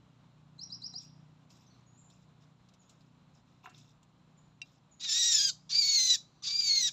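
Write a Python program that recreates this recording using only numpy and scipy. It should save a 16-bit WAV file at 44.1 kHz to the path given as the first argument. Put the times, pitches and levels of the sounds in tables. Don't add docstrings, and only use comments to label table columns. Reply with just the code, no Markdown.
import sys
import numpy as np
from scipy import signal
from scipy.fft import rfft, irfft, next_fast_len
from scipy.io import wavfile
from scipy.ndimage import uniform_filter1d, map_coordinates

SR = 44100
rng = np.random.default_rng(int(sys.argv[2]) if len(sys.argv) > 2 else 0)


def int16_out(signal):
    q = np.round(np.clip(np.atleast_2d(signal).T, -1, 1) * 32767)
    wavfile.write(sys.argv[1], SR, q.astype(np.int16))


def invert_db(x):
    u = np.asarray(x, float) / 20
    return 10 ** u


N = 305172


def unit(x):
    return x / np.sqrt(np.mean(x ** 2) + 1e-20)


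def along(points, hz):
    f, v = np.transpose(points)
    return np.interp(np.log(hz + 1), np.log(f + 1), v)


def curves(rows, start=0, count=N):
    s, *cols = np.transpose(rows)
    t = (start + np.arange(count)) / SR
    return [np.interp(t, s, c) for c in cols]


def wobble(rate, count=N):
    knots = rng.standard_normal(count // 20 + 8)
    return map_coordinates(knots, [np.arange(count) * rate / SR])


def filtered(x, gain):
    m = next_fast_len(len(x) + 4096)
    return irfft(rfft(x, m) * gain(np.fft.rfftfreq(m, 1 / SR)), m)[:len(x)]


def coloured(gain, count=N):
    return unit(filtered(rng.standard_normal(count), gain))


def tone(hz):
    return np.sin(2 * np.pi * np.cumsum(hz) / SR)


def add(x, s, part):
    i = round(s * SR)
    x[i:i + len(part)] += part[:len(x) - i]


def fade(count, edge_s):
    n = np.arange(count)
    return np.clip(np.minimum(n, count - n) / (edge_s * SR), 0, 1)


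# f/Hz, t60/s
REVERBERATION = [(1000, 0.15), (4000, 0.74), (8000, 0.65)]


def trees(x, stretch):
    hz, t, z = signal.stft(rng.standard_normal(SR), SR, nperseg=256)
    t60 = stretch * along(REVERBERATION, hz)[:, None]
    tail = signal.istft(z * invert_db(-60 * t / t60), SR, nperseg=256)[1]
    delayed = np.pad(x, (150, 0))
    return signal.fftconvolve(delayed, tail / np.linalg.norm(tail))[:len(x)]


# f/Hz, density/dB
HISS_SPECTRUM = [(15, -34.5), (25, -11.5), (75, -11), (122, -6), (151, -4), (259, -10.5), (410, -19.5),
                 (1020, -17), (1270, -20), (1800, -28), (3920, -28), (4610, -34.5), (7080, -36.5),
                 (9020, -51), (15400, -59.5)]


def field_hiss():
    level_db = -72.5 - 0.36 * np.arange(N) / SR
    return invert_db(level_db + 6.5 + 0.89 * wobble(27.0)) * coloured(lambda f: invert_db(along(HISS_SPECTRUM, f)))


# f/Hz, width/Hz, level/dB
INSECT_BANDS = [(4050, 220, -88.5), (7200, 59, -95.5)]


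def insects():
    x = np.zeros(N)
    for hz, width, db in INSECT_BANDS:
        band = coloured(lambda f: 1 / (1 + ((f - hz) / width) ** 2))
        x += invert_db(db + 2 * wobble(6)) * band
    return x


# order, level/dB
FIRING_ORDERS = [(2, -19.5), (4, -2), (5, 0.5), (6, -4.5), (8, -10.5), (9, -14), (10, -17.5), (12, -21.5)]
# t/s, level/dB
ENGINE_SWELL = [(0.0, -60), (0.44, -61), (1.17, -57.5), (1.46, -62.5), (1.56, -61), (2.68, -65),
                (2.76, -65), (3.1, -61.5), (3.68, -66.5), (3.8, -60), (4.07, -67.5), (4.15, -65.5),
                (4.55, -64.5), (4.66, -67), (5.0, -73), (5.43, -61), (5.82, -66), (6.92, -64)]


def engine():
    firing_hz = 30.07
    level_db, = curves(ENGINE_SWELL)
    shaft = 2 * np.pi * np.cumsum(firing_hz * (1 + 0.00596 * wobble(2.2))) / SR
    thud = np.zeros(N)
    for order, db in FIRING_ORDERS:
        thud += invert_db(db + 2.3 * wobble(4.17)) * np.sin(order * shaft + 0.76 * wobble(2.545))
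    return invert_db(level_db - 1.0) * unit(thud)


# start t/s, length/s, from f/Hz, to f/Hz, level/dB
WHISTLE_GLIDES = [
    (1.662, 0.032, 6530, 5650, -69.5),
    (1.7, 0.026, 4660, 4050, -69),
    (1.736, 0.02, 4050, 3860, -72),
    (1.86, 0.24, 6650, 7200, -70.5),
    (1.975, 0.038, 7300, 7600, -67),
    (2.79, 0.038, 7230, 6460, -67.5),
    (2.804, 0.068, 7300, 6970, -82),
    (4.372, 0.026, 7430, 6780, -67.5),
    (4.435, .07, 7300, 6800, -90),
    (4.91, 0.042, 7200, 6530, -64),
]


def whistles():
    x = np.zeros(N)
    for s, length, from_hz, to_hz, db in WHISTLE_GLIDES:
        n = round(length * SR)
        hz = np.linspace(from_hz, to_hz, n) + 70 * wobble(120, count=n)
        add(x, s, invert_db(db + wobble(83, count=n)) * fade(n, 0.0074) * tone(hz))
    return x


# t/s, f/Hz, level/dB
CHIRP_SHAPE = [
    (0, 4100, -22),
    (.006, 3900, -32),
    (.012, 3950, -8),
    (.022, 4450, -17),
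    (.035, 4940, 0.1),
    (.047, 5200, -14),
    (.057, 5560, -1),
    (.067, 5640, -26),
]
# t/s, level/dB, pitch factor
CHIRP_TIMES = [
    (0.582, -35.5, 1.024),
    (.692, -36, 1.005),
    (0.81, -34, 1.005),
    (.928, -33.5, 1.012),
]


def chirps():
    x, n = np.zeros(N), round(CHIRP_SHAPE[-1][0] * SR)
    hz, shape_db = curves(CHIRP_SHAPE, count=n)
    puff_swell = np.exp(-((np.arange(n) / SR - .012) / 0.0076) ** 2)
    for s, db, factor in CHIRP_TIMES:
        size = invert_db(db + uniform_filter1d(shape_db, size=130) + 1.7 * wobble(68, count=n))
        whistle = size * tone(factor * hz)
        puff = coloured(lambda f: np.exp(-((f - 6800) / 1300) ** 2), count=n)
        puff = invert_db(db - 34.5) * puff * puff_swell
        note = np.pad(fade(n, 0.00061) * (whistle + puff), (0, SR // 2))
        add(x, s, note + invert_db(-6) * trees(note, stretch=.35) + invert_db(-14) * trees(note, stretch=.8))
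    return x


# f/Hz, density/dB
FEATHER_SPECTRUM = [(710, -35), (1200, 0), (2060, -25), (2340, 10), (3880, 2.5), (6580, -12.5), (7080, -6),
                    (9520, -22), (15000, -24)]
# t/s, peak level/dB, centre f/Hz, decay/s
TICK_TIMES = [(1.503, -57, 5500, 0.011), (1.573, -64, 7000, 0.0082), (2.0994, -61, 7300, 0.0074),
              (2.4274, -79, 5140, 0.006), (2.687, -60, 5840, 0.0084), (2.7374, -60, 5960, 0.0092),
              (2.8937, -57, 7000, 0.015), (3.0064, -63.5, 5010, 0.011), (3.6945, -59, 6750, 0.014),
              (3.7782, -56, 6200, 0.016), (4.029, -60, 7200, 0.007)]


def ticks():
    x, t = np.zeros(N), np.arange(SR // 20) / SR
    for s, db, hz, decay in TICK_TIMES:
        def contact(f):
            centred = 0.3 + 1 / (1 + ((f - hz) / 900) ** 2)
            return invert_db(along(FEATHER_SPECTRUM, f)) * centred / (1 + (3500 / (f + 1)) ** 4)
        burst = coloured(contact, count=len(t))
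        add(x, s, invert_db(db - 3) * burst * (1 - np.exp(-t / .0008)) * np.exp(-t / decay))
    return x


# f/Hz, level/dB
FRICTION_BANDS = [(2600, -9), (3700, -5), (5300, -5), (6800, -6), (13200, -17)]
# start t/s, length/s, level/dB, centre f/Hz
STROKES = [(0.985, 0.144, -65, 3600), (1.005, 0.063, -57, 7200), (1.49, 0.17, -63.5, 5500),
           (1.602, 0.22, -71.5, 4760), (2.088, 0.177, -69.5, 4900), (2.404, 0.05, -64.5, 4870),
           (2.808, 0.32, -73.5, 4400), (3.327, 0.1, -70.5, 6540), (3.456, 0.55, -78, 2980),
           (3.63, 0.064, -55, 3000), (3.728, 0.21, -63, 5270), (4.639, 0.16, -67.5, 4770)]


def rustles():
    x = np.zeros(N)
    for s, length, db, hz in STROKES:
        n = round(length * SR)
        stroke = fade(n, .02) * invert_db(-10 * np.arange(n) / n)
        for band_hz, band_db in FRICTION_BANDS:
            near = invert_db(band_db) * (.5 + 1 / (1 + ((band_hz - hz) / 1500) ** 2))
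            grains = coloured(lambda f: np.exp(-(np.log2((f + 1) / band_hz) / .2) ** 2), count=n)
            clumps_db = 3.6 * wobble(252.5, count=n) + 3.1 * wobble(42.6, count=n)
            add(x, s, invert_db(db - 5.5 + clumps_db) * stroke * near * grains)
    return x


# f/Hz, width/Hz, level/dB
FRAME_MODES = [(390, 49, -13.5), (411, 49, -12), (710, 37, -4.5), (744, 36, -1), (1000, 128, 2),
               (1270, 410, 2), (2300, 920, -1), (2750, 210, 11.5)]
# t/s, peak level/dB, hardness/dB per octave
BLOWS = [
    (0.936, -53, -16),
    (2.549, -75, -7),
    (3.64, -48.5, -14),
    (3.657, -37, -6),
    (3.67, -43, -11.5),
    (4.615, -63, -16),
    (6.87, -63, -26.5),
]


def knocks():
    x, t = np.zeros(N), np.arange(SR // 5) / SR
    for s, db, hardness_db in BLOWS:
        def frame(f):
            response = 0
            for k, (hz, width, level) in enumerate(FRAME_MODES):
                gain = (-1) ** k * invert_db(level + hardness_db * np.log2(hz / 1000))
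                response = response + gain * 1j * f * width / (hz * hz - f * f + 1j * f * width)
            return response / (1 + 1j * f / 2600) ** 3
        blow = rng.standard_normal(len(t)) * invert_db(-60 * t / .028) * (1 - np.exp(-t / .0005))
        knock = filtered(blow, frame)
        add(x, s, invert_db(db) * knock / np.abs(knock).max())
    return x


# f/Hz, level/dB, time to fall by 90 dB/s
MESH_MODES = [(2420, -3, 0.12), (2733, 13, 0.08), (3850, 2.5, 0.081), (4660, -12, 0.06), (4830, -2, 0.096),
              (5500, 4, 0.04), (5860, 5, 0.033), (7840, -18, 0.04)]
# t/s, peak level/dB
MESH_RELEASE = [
    (4.6165, -41),
]


def snap():
    x, t = np.zeros(N), np.arange(SR // 4) / SR
    for s, db in MESH_RELEASE:
        ring = sum(invert_db(level - 5.0 - 90 * t / t60) * np.sin(2 * np.pi * hz * t)
                   for hz, level, t60 in MESH_MODES)
        crack = coloured(lambda f: 1 / (1 + (2500 / (f + 1)) ** 4) / (1 + (f / 8000) ** 8), count=len(t))
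        crack = invert_db(-9 - 60 * t / .035) * crack
        add(x, s, invert_db(db) * (ring + crack) * (1 - np.exp(-t / .0004)))
    return x


# f/Hz, level/dB
LOWER_THROAT = [(1500, -17.5), (2300, -17.5), (3200, -6), (3800, 1.3), (4600, 2.2), (5200, 5), (6200, 0),
                (7100, -9)]
# f/Hz, level/dB
UPPER_THROAT = [(2940, -38), (5000, -16), (6270, -6), (7260, 0.5), (8360, -30.5), (9410, -51), (12000, -39),
                (15400, -33)]


def harmonics(glide, hz, phase, tone_db, second_db, open_db, bright):
    n = len(hz)
    lowest_db = -7 * np.clip(1 - 8 * bright, 0, 1)
    levels = [tone_db + along(LOWER_THROAT, k * glide) + db
              for k, db in ((1, lowest_db), (2, second_db), (3, open_db))]
    levels += [tone_db + 6 + open_db - 3 + along(UPPER_THROAT, k * hz) for k in range(4, 10)]
    unsettled = 1.3 * np.exp(-np.arange(n) / (.04 * SR)) * wobble(600, count=n)
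    voice = np.zeros(n)
    for k, db in enumerate(levels):
        flicker = invert_db((1.5 + .4 * k) * wobble(140, count=n))
        shiver = (.03 * k * k + .04 * k) * wobble(500, count=n) + (k + 1) * unsettled
        voice += invert_db(db + 2.5) * flicker * np.sin((k + 1) * phase + shiver)
    return voice


def half_pitch_lines(phase):
    return sum(invert_db(db + 4.1 * wobble(37.5, count=len(phase))) * np.sin((k + .5) * phase)
               for k, db in enumerate([-12, 5, 7.5, -17.5]))


# f/Hz, density/dB
RASP_SPECTRUM = [(600, -40.5), (1000, -32.5), (1500, -24), (2000, -21), (2500, -10), (3100, -8.5),
                 (3700, -0.5), (4800, 2.1), (5900, -0.5), (7000, 3.5), (8400, -26.5), (9400, -60.5),
                 (11900, -26), (15400, -36)]
# f/Hz, width/Hz, level/dB
MOUTH_RESONANCES = [(3750, 150, 6), (4950, 120, 4), (5900, 150, 6)]


def chaotic_rasp(phase, bright):
    n = len(phase)
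    beat = sum(invert_db(1.5 * wobble(60, count=n)) * tone(f * (1 + .1 * wobble(50, count=n)))
               for f in (300, 580, 870))
    skirts = np.zeros(n)
    for k in range(1, 9):
        noise = coloured(lambda f: .25 + 1 / (1 + (f / 400) ** 2), count=n)
        chaos = (.9 * beat + noise) * invert_db(2.5 * wobble(70, count=n))
        skirts += chaos * np.sin(k * phase + rng.uniform(0, 2 * np.pi))

    def tilted(tilt_db):
        return unit(filtered(skirts, lambda f: invert_db(along(RASP_SPECTRUM, f)
                                                   + tilt_db * np.log2(f / 5000 + .1))))

    def mouth(f):
        return invert_db(sum(db / (1 + ((f - hz) / width) ** 2) for hz, width, db in MOUTH_RESONANCES))

    share = np.clip(bright, 0, 1)
    mixed = (1 - share) * tilted(-6) + share * tilted(6)
    return filtered(mixed, mouth) * invert_db(1.4 * wobble(90, count=n))


# t/s, f/Hz
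SCREAM_PITCH = [
    [(4.995, 1845), (5.04, 1974), (5.085, 1824), (5.145, 1851), (5.208, 1954), (5.3, 1891), (5.362, 1790),
     (5.42, 1650), (5.515, 1590)],
    [(5.692, 2300), (5.725, 2268), (5.785, 2380), (5.86, 2256), (5.965, 2174), (5.985, 2072), (6.075, 2040),
     (6.12, 1994), (6.172, 1902)],
    [(6.422, 2403), (6.505, 2310), (6.56, 2373), (6.61, 2386), (6.665, 2283), (6.75, 2169), (6.8, 2124),
     (6.835, 1961), (6.905, 1808)],
]
# t/s, effort level/dB, tone over rasp level/dB, beak opening/0-1
SCREAM_PUSH = [
    [(4.995, -47.5, 1.5, 0), (5.07, -42, 4, 0), (5.11, -38.5, 2, 0.39), (5.2, -33.5, 1, 0.63),
     (5.33, -32, -0.5, .5), (5.46, -37, 2.5, 0.63), (5.515, -36.5, 3.5, .5)],
    [(5.692, -39.5, -14, 0), (5.73, -41, 8.5, 0.02), (5.83, -37, 6, 0.76), (5.9, -36, 6.5, 0.55),
     (5.99, -36, 8, 0.6), (6.07, -36, 1.5, 0.72), (6.172, -33, 1.5, 0.4)],
    [(6.422, -49, 7, 0), (6.47, -40, -0.5, 0), (6.52, -44, 8, 0.35), (6.63, -43, 8, 0.48),
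     (6.73, -39, 11.5, 0.35), (6.83, -39, 6, 0.61), (6.905, -37.5, 2.5, 0.16)],
]
# t/s, width/s, pitch jolt f/Hz, 2nd harmonic level/dB, higher harmonics level/dB
VOICE_CATCHES = [(5.097, .01, -70, -0.5, 8), (5.127, .012, -89, -3, 6.5), (5.233, 0.013, -80, 1.5, -0.5),
                 (5.352, .01, -61, -12, 6), (5.399, .012, -100, 1, 1.5), (5.792, 0.013, 6, 6.5, 7),
                 (5.836, .015, -100, 1, -12), (5.88, 0.0084, -40.5, -2.5, -4.5), (5.965, 0.015, 4, 2, -1),
                 (6.109, 0.024, -28, 11, -2), (6.561, 0.011, 5, 8.5, 1), (6.6, .007, 3.5, 5.5, -2),
                 (6.673, 0.0044, -19.5, -2, 2.5), (6.709, .018, -69.5, 3.5, 1), (6.86, .015, 11.5, 5.5, 7),
                 (6.777, 0.0088, -45.5, 4, 2)]


def screams():
    x = np.zeros(N)
    half_levels_db = [-70, -57.5, -55.5]
    for rows, pitch, half_db in zip(SCREAM_PUSH, SCREAM_PITCH, half_levels_db):
        start_s = rows[0][0]
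        start, n = round(start_s * SR), round((rows[-1][0] - start_s) * SR)
        t = np.arange(n) / SR
        left = n / SR - t
        effort_db, tone_db, bright = curves(rows, start=start, count=n)
        effort_db = effort_db - 15 * np.clip(1 - t / 0.016, 0, 1) - 26.5 * np.clip(1 - left / .014, 0, 1)
        tone_db = tone_db + effort_db - 19 * np.clip(1 - t / 0.025, 0, 1)
        jolt_hz, second_db, higher_db = sum(
            np.outer(row[2:], np.exp(-((t + start_s - row[0]) / row[1]) ** 2)) for row in VOICE_CATCHES)
        ending = np.clip(1 - left / 0.044, 0, 1) ** 2
        crack_db = -15 * ending
        glide = (curves(pitch, start=start, count=n)[0] + jolt_hz) * (1 - .2 * ending)
        second_db = second_db + crack_db
        open_db = 31.5 * (bright - .6) + higher_db + crack_db / 2
        hz = glide * (1 + 0.00377 * wobble(100, count=n) + .005 * wobble(300, count=n))
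        phase = 2 * np.pi * np.cumsum(hz) / SR
        voice = harmonics(glide, hz, phase, tone_db, second_db, open_db, bright)
        rasp = invert_db(effort_db) * chaotic_rasp(phase, bright)
        halves = invert_db(half_db - 27.5 * t) * half_pitch_lines(phase)
        add(x, start_s, fade(n, 0.0024) * (voice + rasp + halves))
    return x


def scene():
    background = field_hiss() + insects() + engine()
    far = whistles()
    far = far + invert_db(-0.5) * trees(far, stretch=.8)
    song = chirps()
    wood = knocks()
    trap = wood + snap() + invert_db(-4) * trees(wood, stretch=1.0)
    hand = ticks() + rustles()
    bird = screams()
    near = bird + invert_db(-14.5) * trees(bird, stretch=0.29) + invert_db(-46) * trees(bird, stretch=4.0)
    return np.tile(background + far + song + trap + hand + near, (2, 1))


def band_limit(x):
    return signal.sosfilt(signal.butter(12, 15600, fs=SR, output="sos"), x)


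def record(dry):
    def port(f):
        notch = 1 - 0.33 * np.exp(-((f - 9600) / 800) ** 2)
        return notch / (1 + (36 / (f + 1)) ** 8) / (1 + (f / 15100) ** 40)
    mix = np.array([filtered(channel, port) for channel in dry])
    return band_limit(mix)


dry = scene()
out = record(dry)
int16_out(out)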